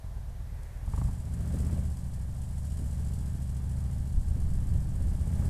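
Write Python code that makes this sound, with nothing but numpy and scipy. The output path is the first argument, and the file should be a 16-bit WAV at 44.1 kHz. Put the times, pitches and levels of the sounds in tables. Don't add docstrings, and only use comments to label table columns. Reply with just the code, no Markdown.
import sys
import numpy as np
from scipy import signal
from scipy.fft import rfft, irfft, next_fast_len
from scipy.io import wavfile
from scipy.ndimage import uniform_filter1d, map_coordinates

SR = 44100
rng = np.random.default_rng(int(sys.argv[2]) if len(sys.argv) > 2 else 0)


def generate_wav(sig):
    pcm = np.round(np.clip(np.atleast_2d(sig).T, -1, 1) * 32767).astype(np.int16)
    wavfile.write(sys.argv[1], SR, pcm)


N = 242417

# (time [s], speed [rpm])
CRANK_SPEED = [(0.0, 999.0), (0.88, 1010.0), (0.98, 1626.0), (1.1, 1593.0), (1.24, 1769.0), (1.41, 1756.0),
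               (1.66, 1947.0), (1.82, 1906.0), (2.12, 1529.0), (2.41, 1664.0), (2.93, 1750.0),
               (3.49, 1641.0), (4.02, 1672.0), (4.47, 1793.0), (4.86, 1782.0), (5.32, 1976.0),
               (5.5, 2122.0)]
# (time [s], thump level [dB], crack level [dB])
HARD_FIRINGS = [(0.876, -30, -52.5), (0.936, -23, -42.5), (0.977, -23.5, -41), (1.015, -24, -41.5),
                (1.046, -24.5, -54), (1.083, -24.5, -48.5)]
# (frequency [Hz], relative level [dB])
TREBLE_COLOUR = [(1500, -40), (3000, -5), (3600, -12), (4700, -4.5), (6600, -6), (6950, -0.5), (7500, -2),
                 (7850, 4), (8700, 0), (9200, 1), (10300, -2), (11000, -4.5), (13200, -10.5), (15000, -23)]


def exhaust(times, sizes):
    # (frequency [Hz], width [Hz], relative level [dB])
    idle_modes = [(43.5, 9, 0), (62, 14, -2), (85, 16, -3), (118, 22, -9), (152, 30, -18), (195, 40, -27)]
    # (frequency [Hz], width [Hz], relative level [dB])
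    load_modes = [(44.3, 2.3, -13), (67.5, 30.7, 0.5), (92.2, 35.5, -2.5), (121.7, 11.7, -2),
                  (179.3, 17.3, -8.5), (197.4, 7.3, -8), (238.6, 40, -18), (261.4, 16.6, -18),
                  (406, 20, -28.5)]
    # (throttle shut [dB], wide open [dB])
    boom_range = (-40.5, -27.5)
    # (throttle shut [dB], wide open [dB])
    bark_range = (-52.5, -38)
    stumble_s, stumble_db = .64, -9
    lope_over_boom_db = -0.5
    soft_hz = 220

    def nearest(s):
        return np.argmin(abs(times - s))

    load = clutch(times)
    rpm = at(CRANK_SPEED, times)
    boom_db = driven(boom_range, np.sqrt(throttle(times)))
    bark_db = driven(bark_range, throttle(times))
    boom_db[nearest(stumble_s)] += stumble_db
    for s, thump_db, _ in HARD_FIRINGS:
        boom_db[nearest(s)] = thump_db
    sizes = sizes / np.sqrt(rpm / np.mean(rpm))

    def ring(modes, gains, band, edge_hz, in_step=False):
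        def play(gain):
            return filtered(pipe(spikes(times, sizes * gain), modes, edge_hz, in_step), band)
        return play(gains) / np.std(play(0.98))

    def low(f):
        return 1 / (1 + (f / 150) ** 12)

    def high(f):
        return 1 - low(f)

    def soft(f):
        return 1 / (1 + 1j * f / soft_hz) ** 2

    lope_gains = amp(boom_db + lope_over_boom_db) * (1 - load)
    lope = ring(idle_modes, lope_gains, soft, edge_hz=120, in_step=True)
    boom = ring(load_modes, amp(boom_db) * load, low, edge_hz=1050)
    bark = ring(load_modes, amp(bark_db) * np.sqrt(load), high, edge_hz=346)
    idle_sound = round_trips(lope, delay=.02, bounce=-0.77)
    return idle_sound + round_trips(boom + bark, delay=.0115, bounce=0.69)


def pipe(x, modes, edge_hz, in_step):
    sign = 1 if in_step else -1

    def response(f):
        total = 0
        for k, (centre, width, db) in enumerate(modes):
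            damping = 1j * f * width
            total = total + sign ** k * amp(db) * damping / (centre * centre - f * f + damping)
        muffler = 1 + np.sqrt(2) * 1j * f / edge_hz - (f / edge_hz) ** 2
        return total / muffler

    return filtered(x, response)


def round_trips(x, delay, bounce):
    def response(f):
        trip = np.exp(-2j * np.pi * f * delay)
        return (trip - bounce) / (1 - bounce * trip)
    return filtered(x, response)


def crank():
    return np.cumsum(at(CRANK_SPEED, clock())) / (120 * SR) - .35


def moments(cycles, place):
    passes = np.arange(np.ceil(cycles[0] - place), cycles[-1] - place) + place
    return np.interp(passes, cycles, clock())


def firings(cycles, rear_db, scatter_db, jitter):
    front = moments(cycles, 0)
    rear = moments(cycles, .58)
    times = np.r_[front, rear]
    chance = rng.standard_normal((len(times), 2))
    level_db = np.r_[np.zeros(len(front)), np.full(len(rear), rear_db)]
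    sizes = amp(level_db + scatter_db * chance[:, 0])
    times = times + jitter * chance[:, 1]
    for s, _, _ in HARD_FIRINGS:
        times[np.argmin(abs(times - s))] = s
    return times, sizes


def throttle(t):
    # (time [s], opening [0-1])
    opening = [(0, 0.07), (.8, 0.03), (.95, 0.82), (1.07, 0.69), (1.18, 0.2), (1.3, 0.61), (1.56, 0.96),
               (1.78, 0.85), (1.93, .22), (2.6, 0.19), (3.0, 0.49), (3.45, 0.37), (3.9, 0.5), (4.22, 0.16),
               (4.45, 0.56), (4.82, 0.46), (5.2, 0.68), (5.45, 1)]
    return at(opening, t)


def clutch(t):
    bite_s, slip_s, full_load = 0.777, 0.32, 0.94
    return full_load * (1 - np.exp(-np.maximum(t - bite_s, 0) / slip_s))


def revs(t):
    idle_rpm = 1000
    return np.log2(at(CRANK_SPEED, t) / idle_rpm)


def driven(levels, opening):
    shut_db, open_db = levels
    return shut_db + (open_db - shut_db) * opening


def gas(times, sizes):
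    # (throttle shut [dB], wide open [dB])
    rasp_range = (-63.5, -50.5)
    # (frequency [Hz], relative level [dB])
    rasp_colour = [(200, -29), (280, 1.5), (335, -15), (395, -3), (470, -11), (570, -7), (800, -15),
                   (1500, -21.5), (4000, -38.5)]
    # (frequency [Hz], relative level [dB])
    crack_colour = [(200, 3), (500, -5.5), (850, 4.5), (1150, -3), (1400, -43), (2500, -21), (6000, -45)]
    # (frequency [Hz], relative level [dB], time to fall 60 dB [s])
    ring_modes = [(600, -11, .014), (790, -7, .016), (930, -4, .018), (1120, -2, .024)]
    puffs = unit(.7 + bursts(times, sizes, life=.007))
    rasp_db = driven(rasp_range, throttle(clock()) ** 2)
    rasp = amp(rasp_db) * puffs * noise(rasp_colour)

    s, _, crack_db = np.transpose(HARD_FIRINGS)
    t = np.arange(SR // 10) / SR
    ring = sum(amp(db - 60 * t / t60) * np.sin(2 * np.pi * hz * t) for hz, db, t60 in ring_modes)
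    metal = signal.fftconvolve(spikes(s, amp(crack_db)), ring)[:N]
    cracks = bursts(s, amp(crack_db), life=0.0028) * noise(crack_colour)
    return rasp + metal + cracks


def shake(cycles):
    idle_db, db_per_octave = -57, 8
    rocking = np.sqrt(2) * np.sin(4 * np.pi * cycles)
    return amp(idle_db + db_per_octave * revs(clock())) * rocking


def clatter(times, sizes):
    # (throttle shut [dB], wide open [dB])
    clatter_range = (-65.5, -59)
    # (frequency [Hz], relative level [dB])
    clatter_colour = [(150, -40), (330, -14), (450, -2.5), (620, -1.5), (730, -8), (835, 4), (940, -9),
                      (1120, 0), (1280, -3), (1600, 0.5), (2200, -4.5), (2750, -12.5), (3100, -10.5),
                      (15000, -45)]
    db_per_octave = -1.5
    t = clock()
    beat = unit(1.7 + bursts(times, sizes, life=0.00098))
    level_db = driven(clatter_range, throttle(t)) + db_per_octave * revs(t)
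    return amp(level_db) * beat * noise(clatter_colour)


def valves(cycles, steady, scatter_db, grain_db):
    # (place in the cycle [0-1], length [cycles], relative level [dB])
    valve_bursts = [(0.84, 0.088, -2.5), (0.09, 0.13, -2), (0.36, 0.12, -7.5), (0, 0.03, -29)]
    # (time [s], level [dB])
    hiss_level = [(0, -79), (.8, -73), (.95, -57.5), (1.25, -63), (1.6, -58), (2.2, -63), (2.85, -58.5),
                  (3.6, -62), (5.0, -62), (5.4, -58.5)]
    gate = steady
    for place, length, db in valve_bursts:
        times = moments(cycles, place)
        heights = amp(db + scatter_db * rng.standard_normal(len(times)))
        gate = gate + bursts(times, heights, life=length * np.mean(np.diff(times)) / 2)
    grains = rng.standard_normal(N) * amp(grain_db * wobble(860))
    return amp(at(hiss_level, clock())) * coloured(gate * grains, TREBLE_COLOUR)


def fairing(x, wet, life):
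    t = np.arange(SR // 20) / SR
    tail = rng.standard_normal(len(t)) * np.exp(-t / life)
    reflections = signal.fftconvolve(x, tail / np.linalg.norm(tail))[:N]
    return (x + wet * reflections) / np.hypot(1, wet)


def blats_and_rattles():
    # (time [s], level [dB])
    control_ticks = [(0.6314, -57.5), (0.9597, -61), (1.039, -53), (1.9699, -54)]
    # (time [s], level [dB])
    blats_then_knocks = [(1.538, -36), (1.6, -46), (1.723, -36.5), (1.775, -37.5), (2.787, -43.5),
                         (2.813, -50), (2.839, -44), (4.36, -42), (4.72, -54), (5.002, -40.5),
                         (5.057, -44.5)]
    # (frequency [Hz], relative level [dB])
    dull_colour = [(120, -30), (240, 10.5), (330, -4.5), (450, -5.5), (600, -10), (850, -34), (2000, -32),
                   (5000, -46)]
    s, db = np.transpose(control_ticks)
    ticks = bursts(s, amp(db), life=.002) * noise(TREBLE_COLOUR)
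    s, db = np.transpose(blats_then_knocks)
    blats_and_knocks = bursts(s, amp(db), life=0.0062) * noise(dull_colour)
    return ticks + blats_and_knocks


def rumble_and_wind():
    # (frequency [Hz], relative level [dB])
    low_colour = [(4, -4), (12, -8), (26, -5), (48, -6), (75, -7.5), (150, -21), (400, -46), (1000, -105)]
    # (time [s], level [dB])
    slaps = [(4.0, -36), (4.178, -22), (4.3, -35), (4.54, -59), (4.74, -32.5), (5.08, -32)]
    low_rumble_db = -45.5
    load_rumble_db, rough_air_db = -43.5, -31
    slap_width_s = 0.027
    rough_start_s, attack_s, hold_s, release_s = 4.15, 0.24, 0.33, 0.95
    t = clock()
    corners = rough_start_s + np.cumsum([0, attack_s, hold_s, release_s])
    rough = amp(rough_air_db) * np.interp(t, corners, [0, 1, 1, 0])
    gusts = sum(amp(db) * np.exp(-((t - s) / slap_width_s) ** 2) for s, db in slaps)
    rumble = amp(low_rumble_db) + amp(load_rumble_db) * clutch(t)
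    low_noise = noise(low_colour)
    low_noise = low_noise / np.sqrt(.15 + abs(uniform_filter1d(low_noise ** 2, SR // 20)))
    return (rumble + rough + gusts) * low_noise


def roadside():
    # (frequency [Hz], relative level [dB])
    traffic_colour = [(60, -44), (200, -12), (300, -9.5), (420, -7.5), (520, -2.5), (650, -1.5),
                      (775, -2.5), (1010, -6), (1310, -21), (1730, -15), (2140, -24), (3860, -19.5),
                      (12500, -20), (15000, -36)]
    # (frequency [Hz], relative level [dB])
    tyre_colour = [(400, 6), (700, -13), (1200, 3), (1900, 9), (2500, 2), (3300, -11)]
    passing = 1 / (1 + ((clock() - .7) / 0.22) ** 2)
    traffic = amp(-60.5) * noise(traffic_colour)
    return traffic + amp(-63.5) * passing * noise(tyre_colour)


def amp(db):
    return 10 ** (np.asarray(db) / 20)


def unit(x):
    return x / np.sqrt(np.mean(x ** 2) + 1e-20)


def clock():
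    return np.arange(N) / SR


def at(curve, t):
    return np.interp(t, *np.transpose(curve))


def wobble(rate):
    points = rng.standard_normal(int(N * rate / SR) + 4)
    return map_coordinates(points, [np.arange(N) * rate / SR])


def filtered(x, response):
    m = next_fast_len(N + SR // 2)
    return irfft(rfft(x, m) * response(np.fft.rfftfreq(m, 1 / SR)), m)[:N]


def coloured(x, spectrum):
    f, db = np.transpose(spectrum)
    return unit(filtered(x, lambda hz: amp(np.interp(np.log(hz + 1), np.log(f), db))))


def noise(spectrum):
    return coloured(rng.standard_normal(N), spectrum)


def spikes(times, sizes):
    places = np.clip(np.round(times * SR).astype(int), 0, N - 1)
    return np.bincount(places, sizes, N)


def bursts(times, sizes, life):
    u = np.arange(SR // 4) / SR / life
    return signal.fftconvolve(spikes(times, sizes), u * np.exp(1 - u))[:N]


def scene():
    cycles = crank()
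    times, sizes = firings(cycles, rear_db=-2.5, scatter_db=.55, jitter=.00008)
    metal = clatter(times, sizes) + valves(cycles, steady=0.56, scatter_db=3.0, grain_db=0.5)
    metal = fairing(metal, wet=.25, life=.006)
    engine = exhaust(times, sizes) + shake(cycles) + gas(times, sizes) + metal
    return (engine + blats_and_rattles() + roadside() + rumble_and_wind())[None]


def record(dry):
    top_hz = 15150
    return filtered(dry[0], lambda hz: hz < top_hz)[None]


dry = scene()
out = record(dry)
generate_wav(out)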